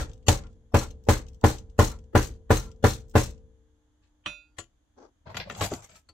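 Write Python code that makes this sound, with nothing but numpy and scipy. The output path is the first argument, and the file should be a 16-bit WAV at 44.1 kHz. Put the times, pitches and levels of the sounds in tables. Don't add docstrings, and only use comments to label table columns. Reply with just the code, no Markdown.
import sys
import numpy as np
from scipy import signal
from scipy.fft import rfft, irfft, next_fast_len
from scipy.io import wavfile
from scipy.ndimage import uniform_filter1d

SR = 44100
rng = np.random.default_rng(int(sys.argv[2]) if len(sys.argv) > 2 else 0)


def waveform_to_disk(signal):
    frames = np.transpose(np.atleast_2d(signal))
    scaled = np.clip(frames, -1, 1) * 32767
    samples = np.round(scaled).astype(np.int16)
    wavfile.write(sys.argv[1], SR, samples)


def voltage_ratio(decibels):
    exponent = np.asarray(decibels, float) / 20
    return 10 ** exponent


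N = 270320


def unit(x):
    return x / np.sqrt(np.mean(x ** 2))


def along(table, hz):
    table_hz, values = np.array(table).T
    return np.interp(np.log(hz), np.log(table_hz), values)


def sides(pan_db):
    return voltage_ratio(np.array([[pan_db], [-pan_db]]) / 2)


def seconds(count):
    return np.arange(count) / SR


def fade(t, t60):
    return np.exp(-np.log(1000) * t / t60)


def bumps(shape, width):
    return uniform_filter1d(rng.standard_normal(shape), int(width)) * np.sqrt(int(width))


def bin_hz(count):
    return np.maximum(np.fft.rfftfreq(count, 1 / SR), 1)


def noise(colour, count=N, alike_hz=870.0, grain_db=0., lumps_db=0., tilt_db=0.):
    grain = grain_db * np.minimum(rng.exponential(size=count), 4.5)
    flutter = .7 * lumps_db * bumps(count, 250.)
    white = rng.standard_normal((2, count)) * voltage_ratio(grain + flutter)
    hz = bin_hz(count)
    peaks_db = lumps_db * bumps(len(hz), 170. 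* count / SR)
    tilt = tilt_db * np.log2(np.maximum(hz, 700.) / 3000.)
    mid, side = rfft(white) * voltage_ratio(along(colour, hz) + peaks_db + tilt)
    side = side / np.sqrt(1 + (alike_hz / hz) ** 2)
    return unit(irfft([mid + side, mid - side], count))


def add(out, s, x):
    i = int(round(s * SR))
    x = x * np.minimum(np.linspace(8, 0, x.shape[1]), 1)
    a, b = max(i, 0), min(i + x.shape[1], N)
    out[:, a:b] += x[:, a - i:b - i]


def ring(modes, scatter_db, drift, push_s=1e-5):
    out = np.zeros((2, int(SR * max(mode[2] for mode in modes)) + 1))
    for (hz, db, t60, *pan_db), (a, b) in zip(modes, rng.standard_normal((len(modes), 2))):
        r = fade(1 / SR, t60)
        w = 2 * np.pi * hz * (1 + drift * a) / SR
        impulse = signal.unit_impulse(int(t60 * SR) + 1)
        wave = signal.lfilter([0, r * np.sin(w)], [1, -2 * r * np.cos(w), r * r], impulse)
        out[:, :len(wave)] += voltage_ratio(db + scatter_db * b) * sides(sum(pan_db)) * wave
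    onset = 1 - np.exp(-np.minimum(seconds(out.shape[1]) / push_s, 10) ** 2)
    return out * onset


def skid(modes, scatter_db, t60):
    t = seconds(int(t60 * SR) + 8)
    touch = rng.standard_normal(4096)[:len(t)] * fade(t, t60) * (1 - fade(t, .3 * t60))
    body = ring(modes, scatter_db, .006)
    right_touch = .7 * touch + .7 * np.roll(touch, 9)
    out = np.array([signal.fftconvolve(body[0], touch), signal.fftconvolve(body[1], right_touch)])
    return out / abs(out).max()


def stroke(t, hold_s):
    rise_share, release_t60_s = 0.35, .13
    rise = np.minimum(t / (rise_share * hold_s), 1) ** 2
    return rise * fade(np.maximum(t - (1 + rise_share) * hold_s, 0), release_t60_s)


# pitch_hz, level_db, t60_s, left_minus_right_db
PUSH_MODES = [(42.2, -28.0, 0.497, 1.1), (52.9, -37.3, 0.497, 2.5), (86.3, -7.3, 0.111, 2.4),
              (205.9, -28.8, 0.218, 0.5), (299.7, -23.5, 0.103, 4.9), (468.8, -13.8, 0.051, 3.2),
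              (589.8, -14.1, 0.061, -1.1), (684.8, -28.5, 0.086, 8.0), (766.3, -16.6, 0.046, 3.1),
              (1155.2, -35.7, 0.2, -6.0), (1386.8, -18.5, 0.023, 3.6)]
# pitch_hz, level_db, t60_s, left_minus_right_db
PULL_MODES = [(33.6, -29.0, 0.497, 1.4), (68.6, -18.0, 0.24, 3.4), (119.4, -16.4, 0.234, 2.1),
              (145.5, -30.8, 0.188, 0.4), (170.6, -18.8, 0.067, 1.1), (222.8, -22.0, 0.137, 1.2),
              (241.5, -20.1, 0.138, 4.5), (310.5, -18.4, 0.181, 1.5), (366.9, -22.9, 0.117, -1.1),
              (423.2, -19.1, 0.124, -3.8), (452.7, -24.5, 0.145, 8.0), (527.2, -28.2, 0.156, 2.8),
              (563.5, -34.2, 0.17, -5.8), (728.2, -24.9, 0.12, 6.4), (845.6, -19.3, 0.064, 2.5),
              (1012.8, -27.2, 0.13, 0.7), (1362.8, -28.5, 0.093, -0.8)]


def bench(scatter_db, drift, light_db=0., push_s=1e-5):
    def lightened(modes):
        return [(hz, db + light_db * np.log2(hz / 320.0), *rest) for hz, db, *rest in modes]

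    push = ring(lightened(PUSH_MODES), scatter_db, drift, push_s)
    pull = ring(lightened(PULL_MODES), scatter_db, drift, push_s)
    return push - pull


# pitch_hz, density_db_per_hz
CLATTER_COLOUR = [(35, -37), (60, 3), (103, -7.5), (176, -6.5), (301, -9), (371, -9), (593, -7), (666, -22),
                  (749, -10), (2190, -26.5), (4970, -39.5), (6430, -47.5), (16000, -42)]
# pitch_hz, t60_s
CLATTER_DECAY = [(60, 0.95), (160, 0.44), (420, 0.26), (1100, 0.21), (2900, 0.25), (7700, 0.1),
                 (15000, 0.067)]


def clatter():
    count = 1 << 14
    t, hz = seconds(count), bin_hz(count)
    spec = rfft(noise(CLATTER_COLOUR, count=count, alike_hz=450., grain_db=1.5, lumps_db=2.2))
    out = np.zeros((2, count))
    for centre_hz in 60 * 2. ** np.arange(9):
        share = np.cos(np.pi / 2 * np.clip(np.log2(hz / centre_hz), -1, 1)) ** 2
        share = share * hz / (hz + 900.)
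        knee = np.exp(-(t * centre_hz ** .45 / 9.) ** 3)
        decay = fade(t, along(CLATTER_DECAY, centre_hz))
        out += irfft(spec * share, count) * knee * (1 - fade(t, 0.016)) * decay
    return voltage_ratio(-11.0) * out


# pitch_hz, density_db_per_hz
BUZZ_COLOUR = [(1500, -17.5), (3000, -5), (4200, -2.5), (5100, -7), (6300, -1.5), (8000, -4.5),
               (9200, -12.5), (11300, -10.5), (15500, -15)]


def buzz(level_db, length_s):
    top_hz, top_share, tail_db, tail_t60_s = 8900, .88, -19.5, 0.43
    count = 1 << 14
    t, hz = seconds(count), bin_hz(count)
    swell = (1 - fade(t, 0.018)) * voltage_ratio(level_db - 36.0) * sides(4.6)
    chatter = noise(BUZZ_COLOUR, count=count, grain_db=1.5, lumps_db=1.6) * voltage_ratio(1.4 * bumps(count, 380.0))
    top = irfft(rfft(chatter) / (1 + (top_hz / hz) ** 8), count)
    top_part = top * voltage_ratio(1.0) * np.exp(-(t / (top_share * length_s)) ** 2)
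    hold = np.exp(-(t / length_s) ** 2) + voltage_ratio(tail_db) * fade(t, tail_t60_s)
    return swell * (top_part + (chatter - top) * hold)


# start_s, level_db, hardness_db_per_octave
BLOWS = [
    (-.0615, 0.5, -0.2),
    (.2832, -0.4, -0.92),
    (0.742, 0.5, -0.5),
    (1.0867, 0.25, 0),
    (1.4394, 0.97, 0.25),
    (1.79, 1, 0.4),
    (2.1511, 1, 0.44),
    (2.5043, 1.5, -0.27),
    (2.8403, 0.5, 0.56),
    (3.1536, 0.5, 0.4),
]
# crack_db, crack_brightness_db_per_octave, buzz_db, buzz_length_s
RATTLES = [
    (23, 0.1, 5, 0.068),
    (21, 5.5, 6, 0.064),
    (-13, 2, 1, 0.081),
    (6, 5.5, 3, 0.074),
    (-1.5, 0.7, 1, 0.085),
    (3.5, 4, 2.5, 0.086),
    (-13, 0, 0, 0.098),
    (-10, -2.5, 1.5, 0.095),
    (2.5, 1.5, 2, 0.089),
    (-1.5, -3, 2.5, 0.089),
]
# pitch_hz, level_db, t60_s, left_minus_right_db
HANDLE_MODES = [(1015, -21, .1, -6), (1185, -30, .12, 6), (1290, -31, .06, -6), (1441, -28, .09, 5),
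                (1667, -29, 0.089, -5), (1760, -31, 0.096, 5), (1927, -33.5, .1, 1), (2086, -34.5, .08, 0),
                (2428, -41.5, 0.043, -1)]
# pitch_hz, level_db, t60_s, left_minus_right_db
HANGING_MODES = [(38, -44, 0.63, 5.5), (65.6, -41.5, 1.2, 7), (226, -56, 1.4, -0.5), (322, -60.5, 0.46, 6),
                 (447, -51, 1.3, 4.5), (470, -51, 0.5, 2), (505, -54, 1.2, -0.5), (764, -65, 0.81, 1),
                 (870, -61.5, 0.38, 1), (1000, -69, .8, 1.5), (1210, -70, .6, 1.5), (1370, -59.5, .4, 0.5)]
# pitch_hz, density_db_per_hz
FLOOR_COLOUR = [(20, -16), (40, 4.5), (90, -1), (170, -15.5), (300, -20), (600, -29.5), (1200, -53),
                (7000, -95.5)]
# pitch_hz, density_db_per_hz
SCRAPE_COLOUR = [(880, -22), (1500, -2), (2000, -0.5), (2970, 2), (4640, -2.5), (5330, -8.5), (6830, -1.5),
                 (8000, -12.5), (8830, -19), (11900, -21), (16000, -38)]


def mallet():
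    out, t, slow = np.zeros((2, N)), seconds(1 << 14), seconds(1 << 15)
    for (s, db, hard_db), (crack_db, bright_db, buzz_db, buzz_s) in zip(BLOWS, RATTLES):
        add(out, s, voltage_ratio(db + 2 * hard_db) * bench(.9, .003, light_db=hard_db))
        add(out, s, voltage_ratio(db + 1.0 + 3.0 * hard_db) * ring(HANDLE_MODES, 1.7, .02, push_s=0.0034))
        add(out, s, voltage_ratio(db) * ring(HANGING_MODES, 1.5, .002))
        floor = noise(FLOOR_COLOUR, count=len(slow)) * (1 - fade(slow, 0.077)) * fade(slow, 0.83)
        add(out, s, voltage_ratio(db - 33.5) * floor)
        add(out, s, voltage_ratio(db) * clatter())
        crack = noise(SCRAPE_COLOUR, count=len(t), alike_hz=3000., lumps_db=1.0, tilt_db=bright_db)
        add(out, s, voltage_ratio(crack_db - 35.5) * sides(2.3) * crack * fade(t, 0.065))
        add(out, s, buzz(buzz_db, buzz_s))
    return out


def falling_head():
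    lead_s, lead_db = .0048, -26.5
    out = np.zeros((2, N))
    lead = -np.sin(np.linspace(0, np.pi, int(lead_s * SR))) * voltage_ratio(lead_db) * sides(2.5)
    for s, db, _ in BLOWS[1:]:
        add(out, s - lead_s, voltage_ratio(db) * lead)
    return out


# start_s, level_db, skid_t60_s
LANDINGS = [(.305, -28.5, .02), (.327, -30, .03), (.372, -39.5, .03), (0.767, -28, 0.037),
            (.787, -26, 0.046), (.832, -36, 0.033), (.907, -44, .03), (1.093, -25, 0.018),
            (1.122, -30.5, .02), (1.131, -28, .03), (1.175, -37, .03), (1.462, -27, .03), (1.484, -27, .03),
            (1.522, -36.5, 0.033), (1.812, -25.5, 0.025), (1.84, -30, 0.036), (1.873, -31, .02),
            (1.914, -40.5, 0.027), (2.1735, -25.5, 0.035), (2.2269, -30, 0.023), (2.245, -34, .02),
            (2.2685, -37, 0.032), (2.5272, -26.5, .02), (2.5681, -24.5, 0.039), (2.595, -32, .03),
            (2.6594, -50, .03), (2.8475, -28.5, .015), (2.866, -27, 0.019), (2.9028, -26, .03),
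            (2.9318, -30.5, .02), (3.0046, -54, .02), (3.1756, -25.5, 0.021), (3.198, -29, 0.022),
            (3.2307, -29, 0.047), (3.3064, -48.5, .02)]
# pitch_hz, level_db, t60_s
LOOSE_MODES = [(3050, -9, .008), (4200, -5, .016), (5590, -8, .01), (5960, -5, .014), (6340, 0, .018),
               (7130, -4, .01), (7870, -4, .008), (9220, -13, .005), (11300, -12, .008), (12800, -13, .006),
               (14900, -12, .006)]


def landings():
    out = np.zeros((2, N))
    for s, db, t60 in LANDINGS:
        skid_t60_s = np.clip(1.4 * t60, .004, .09)
        add(out, s, voltage_ratio(db + .8) * sides(6.) * skid(LOOSE_MODES, 2., skid_t60_s))
    return out


# start_s, level_db, length_s
HOPS = [
    (0.009, -47, 0.028),
    (0.433, -57.5, 0.043),
    (0.809, -39.5, 0.042),
    (1.909, -48.5, 0.047),
    (2.559, -49, .1),
]


def vise_handle():
    out, t = np.zeros((2, N)), seconds(1 << 13)
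    colour = [(500, -22.5), (800, -7), (1000, -2), (1290, -10), (1380, 9.5), (1450, -15), (2200, -16),
              (5000, -50)]
    for s, db, length_s in HOPS:
        hop = noise(colour, count=len(t), alike_hz=2494.0)
        add(out, s, voltage_ratio(db) * hop * (1 - fade(t, .03)) * np.exp(-(t / length_s) ** 2))
    return out


# start_s, peak_db, left_minus_right_db, brightness_db_per_octave
TICKS = [(0.096, -49, 7, -2), (0.116, -52, 7, -6), (0.134, -45.5, 5, 0), (0.178, -65, 6, 1.5),
         (0.228, -61, 1, -5), (0.4374, -48.5, 7, -8), (0.469, -53.5, 7, -8), (0.5292, -64, 6, 1),
         (0.906, -46, 8, -3.5), (1.039, -58, 3, 5), (1.052, -56, 8, 5), (1.267, -53.5, 7, -3),
         (1.284, -48.5, 9, 1), (1.3329, -57, 6, 2), (1.3461, -55, 9, 1), (1.413, -50.5, 3, 3.5),
         (1.571, -47, 6.5, -4), (1.584, -38.5, 7, -1), (1.698, -58, 14, -1), (1.9886, -55, 6, -1),
         (2.0404, -62, 6, 0), (2.1615, -29, 2, 1.5), (2.716, -53, 10, -3), (2.7621, -64, 6, 2),
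         (3.083, -55, 2, 8), (3.097, -46, 2, 11), (3.112, -50.5, 0.1, 6), (3.3467, -60, 5, -2),
         (3.379, -60, 4, -2)]
# pitch_hz, density_db_per_hz
TICK_COLOUR = [(1500, -31), (3000, -1), (4200, -8.5), (6300, -1.5), (8000, -6), (10000, -30.5),
               (14000, -21)]


def loose_things():
    out, t = np.zeros((2, N)), seconds(4096)
    shape = (1 - fade(t, .003)) * (fade(t, .022) + voltage_ratio(-11.) * fade(t, .13))
    for s, db, pan_db, bright_db in TICKS:
        tick = noise(TICK_COLOUR, count=len(t), lumps_db=3.0, tilt_db=bright_db)
        add(out, s - .001, voltage_ratio(db - 6.5) * sides(pan_db) * tick * shape)
    return out


# pitch_hz, level_db, t60_s
STEEL_MODES = [(593, -11.5, 0.32), (1162, 4, .05), (1720, 3, .025), (2512, 0, 0.52), (2675, -8.5, 0.63),
               (3030, 10, 0.025), (3170, 1, 0.065), (3570, -7, 0.41), (3990, -12, 0.47), (5865, -12, 0.27),
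               (6848, -17.5, 0.38), (7973, -20, 0.13), (10320, -23.5, 0.29), (13380, -36, .27)]
# pitch_hz, level_db, t60_s
STEEL_FREE_MODES = [(1410, -13.5, 0.48), (4651, -23, 0.55), (8845, -39, 0.45)]


def clink():
    start_s, level_db = 4.2608, -36.5
    out, t = np.zeros((2, N)), seconds(8192)
    steel = ring(STEEL_MODES, 0., 0., push_s=0.0004)
    settle = np.exp(-(seconds(steel.shape[1]) / 0.21) ** 4)
    add(out, start_s, voltage_ratio(level_db) * sides(-9.0) * steel * settle)
    add(out, start_s, voltage_ratio(level_db) * sides(-7.0) * ring(STEEL_FREE_MODES, 0., 0., push_s=0.002))
    colour = [(300, -36.5), (850, -34), (1150, -6), (1800, -3), (3100, 10), (4600, -10.0), (5600, -34.0),
              (9000, -60)]
    clack = noise(colour, count=len(t), lumps_db=0.5) * (fade(t, 0.046) + voltage_ratio(-6.5) * fade(t, 0.17))
    add(out, start_s, voltage_ratio(level_db + 4.0) * sides(2.2) * clack)
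    return out


# pitch_hz, level_db, t60_s
PIECE_MODES = [(1165, -4, .08), (1380, -5, .11), (1906, 1, 0.055), (2568, -6, .08), (2955, -6, .15),
               (4170, -2.5, 0.034), (6096, -15, .17), (6713, -2, .09), (7100, -6, .12), (7890, -3, .08)]


def piece_set_down():
    start_s, level_db, skid_t60_s = 4.582, -29, .055
    out = np.zeros((2, N))
    add(out, start_s, voltage_ratio(level_db) * sides(4.) * skid(PIECE_MODES, 0., skid_t60_s))
    return out


# start_s, peak_db, boom_db, t60_s, brightness_db_per_octave
KNOCKS = [(4.2596, -27, -43, 0.16, -17), (4.5842, -30, -38, 0.14, 2), (5.2706, -42, -48, 0.15, -11),
          (5.3441, -30.5, -37, 0.11, -7.5), (5.3678, -20.5, -39, 0.08, -2.5), (5.4977, -25, -35.5, 0.1, -5),
          (5.5482, -34.5, -60, 0.074, -1), (5.608, -18, -22, 0.12, -1), (5.637, -20, -39, 0.15, 5.5),
          (5.7164, -34, -29.5, 0.1, 6), (5.7351, -29.5, -36.5, 0.12, 7), (6.089, -43.5, -54, 0.068, 2.5)]
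# pitch_hz, level_db, t60_s, left_minus_right_db
JAW_MODES = [(265, -10, 0.024, 13.5), (652, -13.5, 0.22, 4), (1166, 0.5, 0.052, 5.5), (1374, 2, 0.084, -2),
             (1680, -4.5, 0.0564, -1.5), (1990, 4, 0.038, 4), (2450, -7.5, 0.019, 6)]


def knocks():
    jaws_db, jaws_duller_db_per_db = -18, 0.21
    out, t = np.zeros((2, N)), seconds(8192)
    for s, db, boom_db, t60, bright_db in KNOCKS:
        add(out, s, voltage_ratio(boom_db + 7.5) * bench(3.2, 0.0418, light_db=3.0, push_s=0.0026))
        jaws_level_db = db + jaws_db - jaws_duller_db_per_db * bright_db
        add(out, s, voltage_ratio(jaws_level_db) * ring(JAW_MODES, 2.5, .025, push_s=.001))
        scuff = noise([(150, -60)] + SCRAPE_COLOUR, count=len(t), grain_db=3.5, lumps_db=3., tilt_db=bright_db)
        add(out, s, voltage_ratio(db - 10.5) * sides(4.7) * scuff * (1 - fade(t, 0.006)) * fade(t, max(t60, .02)))
    return out


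# start_s, pitch_hz, level_db, t60_s, left_minus_right_db
PINGS = [(5.369, 11500, -51, .14, 4), (5.738, 4300, -50, .05, 3), (5.84, 5800, -56, .04, 3),
         (6.088, 1350, -54, .06, 4), (6.088, 4265, -54, .07, 6), (6.09, 4535, -52, .09, 6),
         (6.095, 4400, -57, .05, 6), (6.088, 8030, -61, .06, 6), (5.717, 400, -26, .07, 2),
         (5.718, 640, -28, .05, 2), (5.732, 260, -26, .06, 2), (5.76, 105, -40, .2, 2),
         (5.64, 95, -26, .15, 2), (4.015, 85, -60, .25, 2), (5.613, 1105, -25, .07, 3),
         (5.61, 430, -34, .12, 2), (5.955, 1300, -58, .15, 3), (5.89, 1330, -64, .2, 3),
         (4.03, 52, -62, .3, 2), (4.29, 45, -50, .4, 2), (4.268, 110, -42, .12, 2),
         (4.262, 310, -41, .12, 2), (4.585, 120, -48, .09, 2), (4.585, 500, -52, .1, 2),
         (5.9, 7660, -60, .15, 1.5), (5.925, 7600, -60, .1, 1.5), (5.963, 7490, -57, .08, 1.5),
         (5.405, 13350, -65, .1, 3), (5.499, 1350, -36, .04, 3), (5.37, 2000, -38, .03, 3),
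         (5.348, 11600, -62, .08, 4), (5.401, 3300, -36, .005, 3), (5.964, 4300, -54, .04, 3),
         (4.02, 1155, -80, .3, 2), (4.2607, 3000, -26, .008, -3), (4.268, 190, -44, .15, 2),
         (5.375, 11300, -58, .08, 4)]


def pings():
    out = np.zeros((2, N))
    for s, *mode in PINGS:
        add(out, s, ring([mode], 0., 0., push_s=0.00049))
    return out


# start_s, hold_s, scrape_db, weight_over_scrape_db, skin_over_scrape_db
STROKES = [(4.014, 0.043, -77.5, -11, -6), (5.25, 0.05, -61, 13.5, -21), (5.292, 0.017, -59.5, 8, -15),
           (5.341, 0.045, -50, 4, -20), (5.396, 0.013, -37.5, -5.5, -33), (5.446, 0.05, -57.5, 8.5, -18),
           (5.498, 0.058, -57, 8.5, 0.5), (5.557, 0.085, -52, 7.5, 3), (5.605, 0.031, -37.5, 1.5, 0),
           (5.692, 0.045, -53, 7.5, 5), (5.757, 0.033, -64, 10, 5), (5.815, 0.026, -57.5, 0, 3.5),
           (5.873, 0.065, -62, -1, -2.5), (5.952, 0.015, -61, -3.5, 5)]


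def drag():
    grip_s, light_rumble_db = 5.2, -31.5
    # pitch_hz, density_db_per_hz
    scrape_colour = [(1100, -30), (1600, -3), (2100, 0), (3400, -4), (4700, -6), (5600, -13), (7000, -30),
                     (9000, -60)]
    hiss_colour = [(4800, -18), (5600, -7), (6800, 0.0), (8000, -3.0), (8900, -20.0), (11500, -26), (16000, -38)]
    rumble_colour = [(35, -27), (55, 4), (100, 7.5), (200, 3.0), (300, -50.0), (600, -90)]
    body_colour = [(180, -5.5), (280, -5), (450, 2.0), (650, 5.0), (1100, -5.0), (1500, -5.0), (2000, -40),
                   (4000, -75)]
    out, t = np.zeros((2, N)), seconds(1 << 13)
    for s, hold_s, db, weight_db, skin_db in STROKES:
        scrape = noise(scrape_colour, count=len(t), grain_db=4., lumps_db=3.)
        hiss = noise(hiss_colour, count=len(t), grain_db=5.0, lumps_db=5.0)
        rumble = noise(rumble_colour, count=len(t))
        body = noise(body_colour, count=len(t), grain_db=3.0, lumps_db=3.5)
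        rumble_db = -0.5 + light_rumble_db * (s < grip_s)
        weight = voltage_ratio(weight_db) * (body + voltage_ratio(rumble_db) * rumble)
        add(out, s, voltage_ratio(db) * stroke(t, hold_s) * (scrape + voltage_ratio(skin_db) * hiss + weight))
    return out * sides(2.1)


# start_s, hold_s, level_db
WHISPERS = [
    (5.288, .025, -78),
    (5.366, .012, -58),
    (5.484, 0.023, -64),
    (5.56, 0.043, -58),
    (5.604, 0.039, -42.5),
    (5.712, 0.042, -61),
    (5.815, 0.029, -66.5),
    (5.89, .04, -75),
    (5.956, 0.015, -65.5),
]
# pitch_hz, density_db_per_hz
WHISPER_COLOUR = [(8000, -29.5), (9200, -6.5), (11500, 2.5), (13500, -2.5), (16000, -5.5)]
# pitch_hz, density_db_per_hz
RUB_COLOUR = [(150, -22), (260, -3), (500, 4), (800, -10), (1150, -9.5), (1600, -19), (2300, -36.5),
              (6500, -27.5), (9000, -58)]


def skin():
    rub_start_s, rub_hold_s, rub_db = 4.958, 0.074, -53
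    out, t = np.zeros((2, N)), seconds(1 << 13)
    rub = noise(RUB_COLOUR, count=len(t), grain_db=5.0, lumps_db=3.)
    add(out, rub_start_s, voltage_ratio(rub_db) * stroke(t, rub_hold_s) * rub)
    for s, hold_s, db in WHISPERS:
        whisper = noise(WHISPER_COLOUR, count=len(t), grain_db=3.5, lumps_db=3.5)
        add(out, s, voltage_ratio(db) * stroke(t, hold_s) * whisper)
    return out * sides(3.5)


# pitch_hz, density_db_per_hz
AIR_COLOUR = [(15, -31), (25, -1), (70, 2), (167, -19.5), (300, -13), (375, -25.5), (460, -23), (1500, -32),
              (1950, -67.5), (3300, -120)]
# pitch_hz, density_db_per_hz
HISS_COLOUR = [(900, -27), (1660, -3), (2600, -13), (3350, -3.5), (4000, -12), (5500, -16), (6500, -4),
               (7400, -11), (8800, -23.5), (10800, -15.5), (13000, -28.5), (16000, -43)]
# pitch_hz, rms_db
HUM_TONES = [(301, -80), (845, -96), (931, -99), (1055, -102), (1610, -104), (1723, -105)]


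def workshop():
    air_db, hiss_db = -68.5, -82.5
    hum_stops_s, hum_left_db = 4.6, -9.
    t, count = seconds(N), next_fast_len(N)
    wind_down_db = hum_left_db * np.clip((t - hum_stops_s) * 10, 0, 1)
    hum = np.zeros(N)
    for hz, db in HUM_TONES:
        hum += voltage_ratio(db + 3.5 + wind_down_db) * np.sqrt(2) * np.sin(2 * np.pi * hz * t)
    air = voltage_ratio(air_db) * noise(AIR_COLOUR, count=count, alike_hz=400.)
    hiss = voltage_ratio(hiss_db) * noise(HISS_COLOUR, count=count)
    return (air + hiss)[:, :N] + hum


def scene():
    blows = mallet() + falling_head() + landings() + vise_handle() + loose_things()
    hand = clink() + piece_set_down() + knocks() + pings() + drag() + skin()
    return blows + hand + workshop()


def smear(x, haze_db, patchy_db, drop_db):
    hz, _, z = signal.stft(x, SR, nperseg=1536)
    patches = voltage_ratio(patchy_db * bumps(z.shape[:0:-1], 8.9).T)
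    size = uniform_filter1d(abs(z), size=5, axis=1) * patches
    random_phase = np.exp(2j * np.pi * rng.random(z.shape))
    haze = voltage_ratio(haze_db) * size * random_phase * (hz / (hz + 38.0))[:, None]
    threshold = voltage_ratio(drop_db) * abs(z[:, hz > 1500]).mean(axis=1, keepdims=True)
    weak = (threshold / size) ** 4 * (hz > 8600)[:, None]
    return signal.istft((z + haze) / (1 + weak), nperseg=1536)[1][:, :N]


def top_cut(x):
    return signal.sosfilt(signal.butter(12, 16820, fs=SR, output="sos"), x)


def record(dry):
    rounded = np.tanh(1.1 * dry) / 1.05
    hazy = smear(rounded, haze_db=-19., patchy_db=6., drop_db=-15.)
    top_hz = 15700
    low_pass = signal.ellip(8, .3, 60, top_hz, fs=SR, output="sos")
    mix = signal.sosfilt(low_pass, hazy)
    return top_cut(mix)


dry = scene()
out = record(dry)
waveform_to_disk(out)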